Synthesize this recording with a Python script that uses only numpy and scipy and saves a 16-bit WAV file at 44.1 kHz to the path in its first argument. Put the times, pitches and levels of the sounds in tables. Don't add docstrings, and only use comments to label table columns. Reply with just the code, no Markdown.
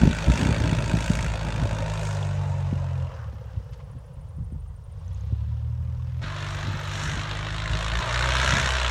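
import sys
import numpy as np
from scipy import signal
from scipy.fft import rfft, irfft, next_fast_len
from scipy.io import wavfile

SR = 44100
rng = np.random.default_rng(int(sys.argv[2]) if len(sys.argv) > 2 else 0)


def undo_db(level):
    steps = np.asarray(level, float) / 20
    return 10 ** steps


def wrap_up_sound(samples):
    columns = np.atleast_2d(samples).T
    tamed = np.clip(columns, -1, 1)
    steps = np.round(tamed * 32767).astype(np.int16)
    wavfile.write(sys.argv[1], SR, steps)


N = 392490
T = np.arange(N) / SR
SIZE = next_fast_len(N)
OCTAVE = np.log2(np.arange(SIZE // 2 + 1) * SR / SIZE + 1)
CUT_S = 6.219
CUT = round(CUT_S * SR)
PASSES = (slice(0, CUT), slice(CUT, N))

# time in seconds, exhaust tone in dB, roar in dB,
# muffling behind the airframe in dB.
LANDING = [(0, -44, -36.5, -4.5), (.35, -29.5, -35, 0), (1.2, -35, -39, 1), (2.0, -31, -41.5, 4),
           (2.4, -27.5, -46, 5.5), (3.04, -29.5, -52, 7.5), (3.13, -44, -54, 8.5), (3.25, -36, -57, 6),
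           (3.6, -45, -60, 3.5), (4.1, -52, -65, 7.5), (4.55, -39.5, -68, 4), (4.85, -47.5, -68, 4.5),
           (5.15, -35, -64, 7), (5.45, -30, -62, 3), (5.8, -31, -62, 3), (6.21, -31.5, -57.5, -1)]
APPROACH = [(6.228, -35.5, -39, 0), (6.7, -33.5, -38.5, 0), (7.1, -36.5, -37, 0), (7.65, -35, -36, 0),
            (7.899, -37.5, -33.5, 1), (8.25, -33, -28, 1), (8.55, -34, -27, 0.16), (8.9, -43, -30.5, 0)]


def rms_one(x):
    return x / np.sqrt(np.mean(x ** 2) + 1e-20)


def in_time(rows):
    s, *columns = np.transpose(rows)
    return [np.interp(T, s, c) for c in columns]


def per_pass(landing, approach):
    return np.where(T < CUT_S, landing, approach)


def coloured(x, points):
    hz, level_db = np.transpose(points)
    gain = undo_db(np.interp(OCTAVE, np.log2(hz), level_db, -120, -120))
    return rms_one(irfft(rfft(x, SIZE) * gain, SIZE)[:len(x)])


def drift(rate_hz):
    r = np.exp(-80 * np.pi * rate_hz / SR)
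    slow = signal.lfilter([1], [1, -2 * r, r * r], rng.standard_normal(N // 40 + 2002))[2000:]
    return np.interp(np.arange(N) / 40, np.arange(len(slow)), rms_one(slow))


def knocks(events, cycles):
    out = np.zeros(N + SR)
    for s, peak_db, hz in events:
        u = np.arange(int(5 * cycles * SR / hz)) * hz / SR / cycles
        swing = np.e * u * np.exp(-u) * np.cos(2 * np.pi * u * cycles - 1.5)
        out[round(s * SR):][:len(u)] += undo_db(peak_db) * swing
    return out[:N]


def by_speed(speed):
    # firings per second, order 1 in dB, order 3 over order 2 in dB, bark over slipstream in dB.
    speed_rows = [(25, -65, 1, 1), (42, -58, -1.5, 6), (46, -40, -1.5, 4), (48.5, -43.5, -2.5, 4.5),
                  (57.2, -23.5, -3.5, 16), (55.7, -50.5, -6.5, -1.5), (60, -26.5, -15.5, 10),
                  (69, -26, -29, 10.5)]
    at, *columns = np.transpose(speed_rows)
    return [np.interp(speed, at, c) for c in columns]


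def aircraft():
    # time in seconds, firings per second.
    landing_speed = [(0.0, 52.68), (0.5, 53.09), (0.9, 54.84), (2.0, 52.66), (2.25, 49.07), (2.87, 45.06),
                     (3.14, 42.06), (3.25, 36.39), (3.56, 31.94), (4.03, 26.75), (4.78, 24.67),
                     (4.97, 27.13), (5.2, 32.99), (5.5, 37.53), (5.8, 40.07), (6.21, 41.29)]
    approach_speed = [(6.23, 48.8), (6.87, 49.11), (7.69, 53.04), (7.85, 54.2), (8.29, 62.93),
                      (8.53, 65.82), (8.64, 65.72), (8.9, 61.75)]
    speed, = in_time(landing_speed + approach_speed)
    count = np.cumsum(speed) / SR
    firings = count + np.interp(T, [CUT_S - .004, CUT_S + .004], [.09, -.03])
    out = exhaust_tone(firings, speed) + scattered(roar(firings + .12, speed))
    return out + idle_pops(firings) + whistle(count / 2 + .28)


def exhaust_tone(firings, speed):
    # multiple of the firing rate, level under order 2 in dB.
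    landing_orders = [(0.5, -29), (0.75, -26), (1.25, -20), (1.5, -13), (1.75, -20), (2.25, -28),
                      (2.5, -11), (2.75, -23), (3.5, -25), (4, -14), (4.25, -28), (4.5, -28), (5, -16),
                      (7, -28)]
    approach_orders = [(0.5, -38), (1, -9), (1.5, -2), (2, 0), (2.5, -6.5), (3, -2), (3.5, -39), (4, -23.5),
                       (4.5, -23), (5, -11.5), (5.5, -15), (6, -9), (6.5, -27.5), (7, -13), (7.5, -40),
                       (8, -27), (8.5, -56), (9, -45), (9.5, -57), (10, -59)]
    order_lag_cycles = (.22, -.42, .25)
    weak_db, waver_db, wavers_per_s = -7.5, 2.3, 8.0
    notch_hz, notch_width_hz, notch_db = 262, 38, -16
    first_db, third_db, _ = by_speed(speed)
    tone_db = in_time(LANDING + APPROACH)[0]
    out = np.zeros(N)
    for k, level_db in enumerate((first_db, tone_db, tone_db + third_db)):
        phase_cycles = (k + 1) * firings + order_lag_cycles[k]
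        out += undo_db(level_db + 0.2 * drift(5.3)) * np.cos(2 * np.pi * phase_cycles)
    for span, orders in zip(PASSES, (landing_orders, approach_orders)):
        for multiple, level_db in orders:
            if multiple in (1, 2, 3):
                continue
            gain_db = tone_db[span] + level_db + weak_db + waver_db * drift(wavers_per_s)[span]
            away = (multiple * speed[span] - notch_hz) / notch_width_hz
            gain_db += notch_db * np.exp(-away ** 2)
            out[span] += undo_db(gain_db) * np.cos(2 * np.pi * (multiple * firings[span] + rng.random()))
    return np.sqrt(2) * out


def roar_levels():
    # time in seconds, rise in dB, half length in seconds.
    surge_rows = [(0.407, 4.5, 0.087), (1.111, 6.5, 0.15), (2.07, 6.5, .15), (5.11, 7.5, 0.17),
                  (6.52, 4.5, 0.15), (7.034, 10, 0.17), (7.794, 3.5, 0.094), (8.54, 6, 0.34)]
    # landing in dB, approach in dB, share of muffling, share of surges.
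    share_rows = [(1, -3.5, 0.85, 0.054), (-1.5, -1, -0.11, 0.33), (-11.5, -15.5, -0.00067, 1.0)]
    _, roar_db, muffle_db = in_time(LANDING + APPROACH)
    s, rise_db, half_s = np.transpose(surge_rows)
    bells = np.exp(-((T[::32, None] - s) / half_s) ** 2)
    surge_db = np.interp(T, T[::32], bells @ rise_db)
    return [roar_db + per_pass(a_db, b_db) + muffled * muffle_db + surged * surge_db
            for a_db, b_db, muffled, surged in share_rows]


def roar(firings, speed):
    # frequency in Hz, density in dB per Hz.
    landing_colour = [(180, -41), (300, -11.5), (405, -9), (593, 5.5), (762, -7.5), (900, 4.5), (1170, -7),
                      (1610, -12.5), (2250, -14.5), (4830, -23.5), (6520, -21), (8500, -27), (10600, -41),
                      (14200, -50), (16000, -48)]
    rollout_colour = [(180, -47), (300, -14.5), (367, -28.5), (523, 0.5), (712, -12.5), (955, -7),
                      (1170, -9), (2340, -20), (2770, -18.5), (3600, -23.5), (6180, -35.5), (9520, -50),
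                      (12000, -53.5), (15600, -67), (22000, -120)]
    approach_colour = [(180, 11), (300, -19.5), (462, -10.5), (624, -1.5), (762, -11.5), (900, -3),
                       (1660, -2), (2400, -8), (2610, -8.5), (3580, -8.5), (4910, -16), (5430, -2),
                       (6850, -3.5), (11500, -25.5), (16000, -48)]
    edges_hz = (250, 1300, 4800, 17000)
    cracks_db = (-20, -18, -28)
    echo_treble_db = (0, 0, -12)
    hush_per_bark = 0.18
    settle_s = (1.55, 5.8)
    lag_ms = per_pass(np.interp(T, settle_s, (.98, .676)), .912)
    echo_db = per_pass(np.interp(T, settle_s, (-11, -23.5)), -25)

    bark_db = by_speed(speed)[2]
    index, since = firings.astype(int), firings % 1
    shared_db = 1.1 * rng.standard_normal(index.max() + 1)
    shared_db += np.resize((0, -1.5, -.5, -2), len(shared_db))
    receded = np.interp(T[:CUT], [2.5, 3.2], [0, 1])
    shape = undo_db(bark_db) * np.minimum(since / .075, 1) * np.exp(-since / .17)
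    hush_db = hush_per_bark * bark_db * np.sin(np.pi * since ** 3.5) ** 2
    cracks = np.diff(index, prepend=0) * undo_db(bark_db + shared_db[index])
    cracks = rfft(cracks * 30, SIZE)
    noise = rfft(rng.standard_normal(SIZE))
    out = np.zeros(N)
    bands = zip(edges_hz, edges_hz[1:], cracks_db, echo_treble_db, roar_levels())
    for low_hz, high_hz, crack_db, dull_db, level_db in bands:
        part = np.zeros(N)
        edges = np.linspace(np.log2(low_hz), np.log2(high_hz), 5)
        width = edges[1] - edges[0]
        for centre in edges[:-1] + width / 2:
            window = np.cos(np.pi / 2 * np.clip((OCTAVE - centre) / width, -1, 1)) ** 2
            strength_db = shared_db + 2.7 * np.clip(rng.standard_normal(len(shared_db)), -3, 1.4)
            strength_db += np.interp(centre, [9, 11.3, 13], [-6, 5, 6])
            flare = undo_db(strength_db)[index] * shape
            stream_power = undo_db(3.25 * drift(19) - 2 * hush_db * min(centre / 11, 1) ** 4)
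            part += irfft(noise * window, SIZE)[:N] * np.sqrt(stream_power + flare ** 2)
        in_band = (OCTAVE > edges[0]) * (OCTAVE < edges[-1])
        part = part + undo_db(crack_db) * irfft(cracks * in_band, SIZE)[:N]
        part = part - undo_db(echo_db + dull_db) * np.interp(T - lag_ms / 1000, T, part)
        part = part / np.sqrt(1 + .05 * undo_db(bark_db) ** 2)
        near = coloured(part[:CUT], landing_colour)
        far = coloured(part[:CUT], rollout_colour)
        second = coloured(part[CUT:], approach_colour)
        out += undo_db(level_db) * np.append(near + receded * (far - near), second)
    return out


def scattered(x):
    # lag in ms, wander in ms, wanders per second, level in dB.
    copy_rows = [(2.899, 0.303, 1.31, -12.5), (7.3, 0.332, 2.64, -16)]
    for lag_ms, wander_ms, rate_hz, copy_db in copy_rows:
        late = np.interp(T - (lag_ms + wander_ms * drift(rate_hz)) / 1000, T, x)
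        x = (x + undo_db(copy_db) * late) / np.sqrt(1 + undo_db(2 * copy_db))
    return x


def gusts(column, stretch, floor_db):
    # time in seconds, half length in seconds, flutter in dB, rumble in dB.
    gust_rows = [(0.027, 0.022, -15, -43), (.075, 0.056, -19.5, -25), (0.285, 0.037, -18, -32),
                 (0.44, 0.23, -20, -35), (0.654, 0.077, -19.5, -30), (0.802, 0.21, -26.5, -27),
                 (0.967, 0.11, -27, -43), (1.114, 0.024, -23.5, -34), (1.22, 0.24, -31, -27),
                 (1.484, 0.037, -27.5, -40), (1.638, 0.2, -30, -23.5), (2.767, .03, -36.5, -26),
                 (3.355, 0.019, -51, -37), (3.574, 0.051, -46.5, -30), (3.957, 0.028, -46, -58),
                 (4.17, 0.026, -52.5, -48), (4.418, .05, -52.5, -25.5), (4.561, 0.037, -42.5, -27),
                 (5.333, .015, -40, -21), (5.887, 0.032, -59, -30), (6.234, 0.046, -39, -36),
                 (6.696, 0.065, -29, -29.5), (7.1, 0.16, -34, -30.5), (7.735, .08, -39.5, -29),
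                 (8.546, 0.14, -28, -21.5)]
    rows = np.array(gust_rows)
    away = np.abs(T[::32, None] - rows[:, 0]) / rows[:, 1] / stretch
    edge_db = 14
    power = undo_db(2 * (rows[:, column] - edge_db * away ** 1.3)).sum(axis=1)
    return 10 * np.log10(np.interp(T, T[::32], power) + undo_db(2 * floor_db))


def wind():
    # frequency in Hz, density in dB per Hz.
    flutter_colour = [(35, -39), (60, 4), (97, -3.5), (156, -1.5), (226, -6.5), (459, -20.5), (612, -34),
                      (700, -45), (910, -21), (1540, -120)]
    rumble_colour = [(20, -46), (32, -12.5), (45, 1), (60, 0.5), (100, 2), (150, -4), (220, -26.5),
                     (400, -77)]
    # time in seconds, peak in dB, pitch in Hz.
    slap_rows = [(0.016, -10, 178), (0.033, 1.5, 183), (0.058, -13, 158), (0.088, -25, 141),
                 (0.297, -10, 167), (0.938, -8, 155), (1.102, -7.5, 170), (2.727, -14.5, 180),
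                 (3.331, -34, 174), (3.963, -35, 171), (4.384, -32, 173), (4.523, -26.5, 170),
                 (5.324, -25, 170), (5.894, -45.5, 167)]
    flutter_db = gusts(column=2, stretch=1, floor_db=-69)
    rumble_db = gusts(column=3, stretch=0.65, floor_db=per_pass(-38.5, -40.5))
    eddies = rng.standard_normal(N) * undo_db(flutter_db + 3 + 5.5 * drift(85))
    flutter = coloured(eddies, flutter_colour) * np.sqrt(np.mean(undo_db(flutter_db + 2) ** 2))
    lumps = rng.standard_normal(N) * undo_db(2.2 * drift(12))
    rumble = undo_db(rumble_db) * coloured(lumps, rumble_colour)
    return flutter + rumble + knocks(slap_rows, cycles=0.33)


def field_air():
    # frequency in Hz, density in dB per Hz.
    air_colour = [(150, -34), (250, -26), (273, -5), (375, -5), (455, 6.5), (604, -4), (973, 0),
                  (2350, -28), (3230, -18), (4850, -24), (9310, -20.5), (10700, -29), (17000, -25.5)]
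    return undo_db(-63) * coloured(rng.standard_normal(N), air_colour)


def idle_pops(firings):
    pop_hz, pop_db, middle_s, half_s = 496, -49.5, 3.36, 1
    s = T[np.diff(firings.astype(int), prepend=0) > 0]
    peak_db = pop_db - 4.0 * ((s - middle_s) / half_s) ** 2 + 4.3 * rng.standard_normal(len(s))
    return knocks([(a, b, pop_hz) for a, b in zip(s, peak_db) if b > -90], cycles=1.7)


def ticks():
    # time in seconds, peak in dB, pitch in Hz.
    tick_rows = [(3.1482, -52, 6140), (3.7349, -65, 6100), (3.745, -65, 6200), (5.08, -48, 6200),
                 (5.1467, -47, 6600), (5.2096, -49, 6460), (5.274, -60, 6500), (3.104, -43, 1140),
                 (3.802, -49, 1040), (3.95, -64, 1080), (5.994, -48, 1090), (2.2273, -34, 3370),
                 (2.2694, -79, 3430), (5.1153, -57, 3360), (5.1794, -65, 3470)]
    return knocks(tick_rows, cycles=4.2)


def whistle(turns):
    # time in seconds, pitch in Hz, level in dB.
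    whistle_rows = [(3.08, 16500, -100), (3.14, 15600, -72), (3.65, 12300, -76), (3.9, 9900, -70),
                    (4.6, 9060, -68), (5.0, 9040, -66), (5.2, 11700, -75), (5.6, 13000, -76),
                    (6.2, 12900, -72)]
    late_s, late_hz, late_db, late_fall_db_per_s, late_width_hz = 6.8, 12000, -59, 37, 300
    hz, level_db = in_time(whistle_rows)
    width_hz = np.clip(380 + .17 * (hz - 9000), 300, 1050)
    hz, width_hz = per_pass(hz, late_hz), per_pass(width_hz, late_width_hz)
    level_db = per_pass(level_db, late_db - late_fall_db_per_s * np.abs(T - late_s))
    offset = turns % 1 - .5
    turn_gain = undo_db(1.5 * rng.standard_normal(int(turns.max()) + 1))
    gate = np.exp(-(offset / .09) ** 2) * turn_gain[turns.astype(int)]
    sweep_hz = hz + width_hz * (0.73 * drift(400) - 3.0 * offset)
    tone = np.sin(2 * np.pi * np.cumsum(sweep_hz) / SR)
    return undo_db(level_db + 4 + 2.5 * drift(170)) * gate * tone


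def wheels():
    # time in seconds, half length in seconds, level in dB, low edge in Hz, high edge in Hz.
    scuff_rows = [
        (3.198, 0.11, -51.5, 900, 1570),
        (3.738, 0.0095, -54.5, 1500, 5070),
        (3.806, 0.013, -57, 700, 2700),
        (5.32, 0.32, -65.5, 2400, 4230),
    ]
    out = np.zeros(N)
    for s, half_s, level_db, low_hz, high_hz in scuff_rows:
        grit = rng.standard_normal(N) * undo_db(1.5 * drift(60))
        band = signal.sosfilt(signal.butter(2, [low_hz, high_hz], "band", fs=SR, output="sos"), grit)
        out += undo_db(level_db) * rms_one(band) * np.exp(-((T - s) / half_s) ** 2)
    return out


def scene():
    return (aircraft() + wind() + field_air() + ticks() + wheels())[None]


def band_limit(x):
    return signal.sosfilt(signal.butter(12, 17110, fs=SR, output="sos"), x)


def record(dry):
    rounded = .65 * np.tanh(dry / .65)
    thin = signal.sosfilt(signal.butter(2, 38, "high", fs=SR, output="sos"), rounded)
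    mix = signal.sosfilt(signal.cheby2(10, 50, 17250, fs=SR, output="sos"), thin)
    return band_limit(mix)


dry = scene()
out = record(dry)
wrap_up_sound(out)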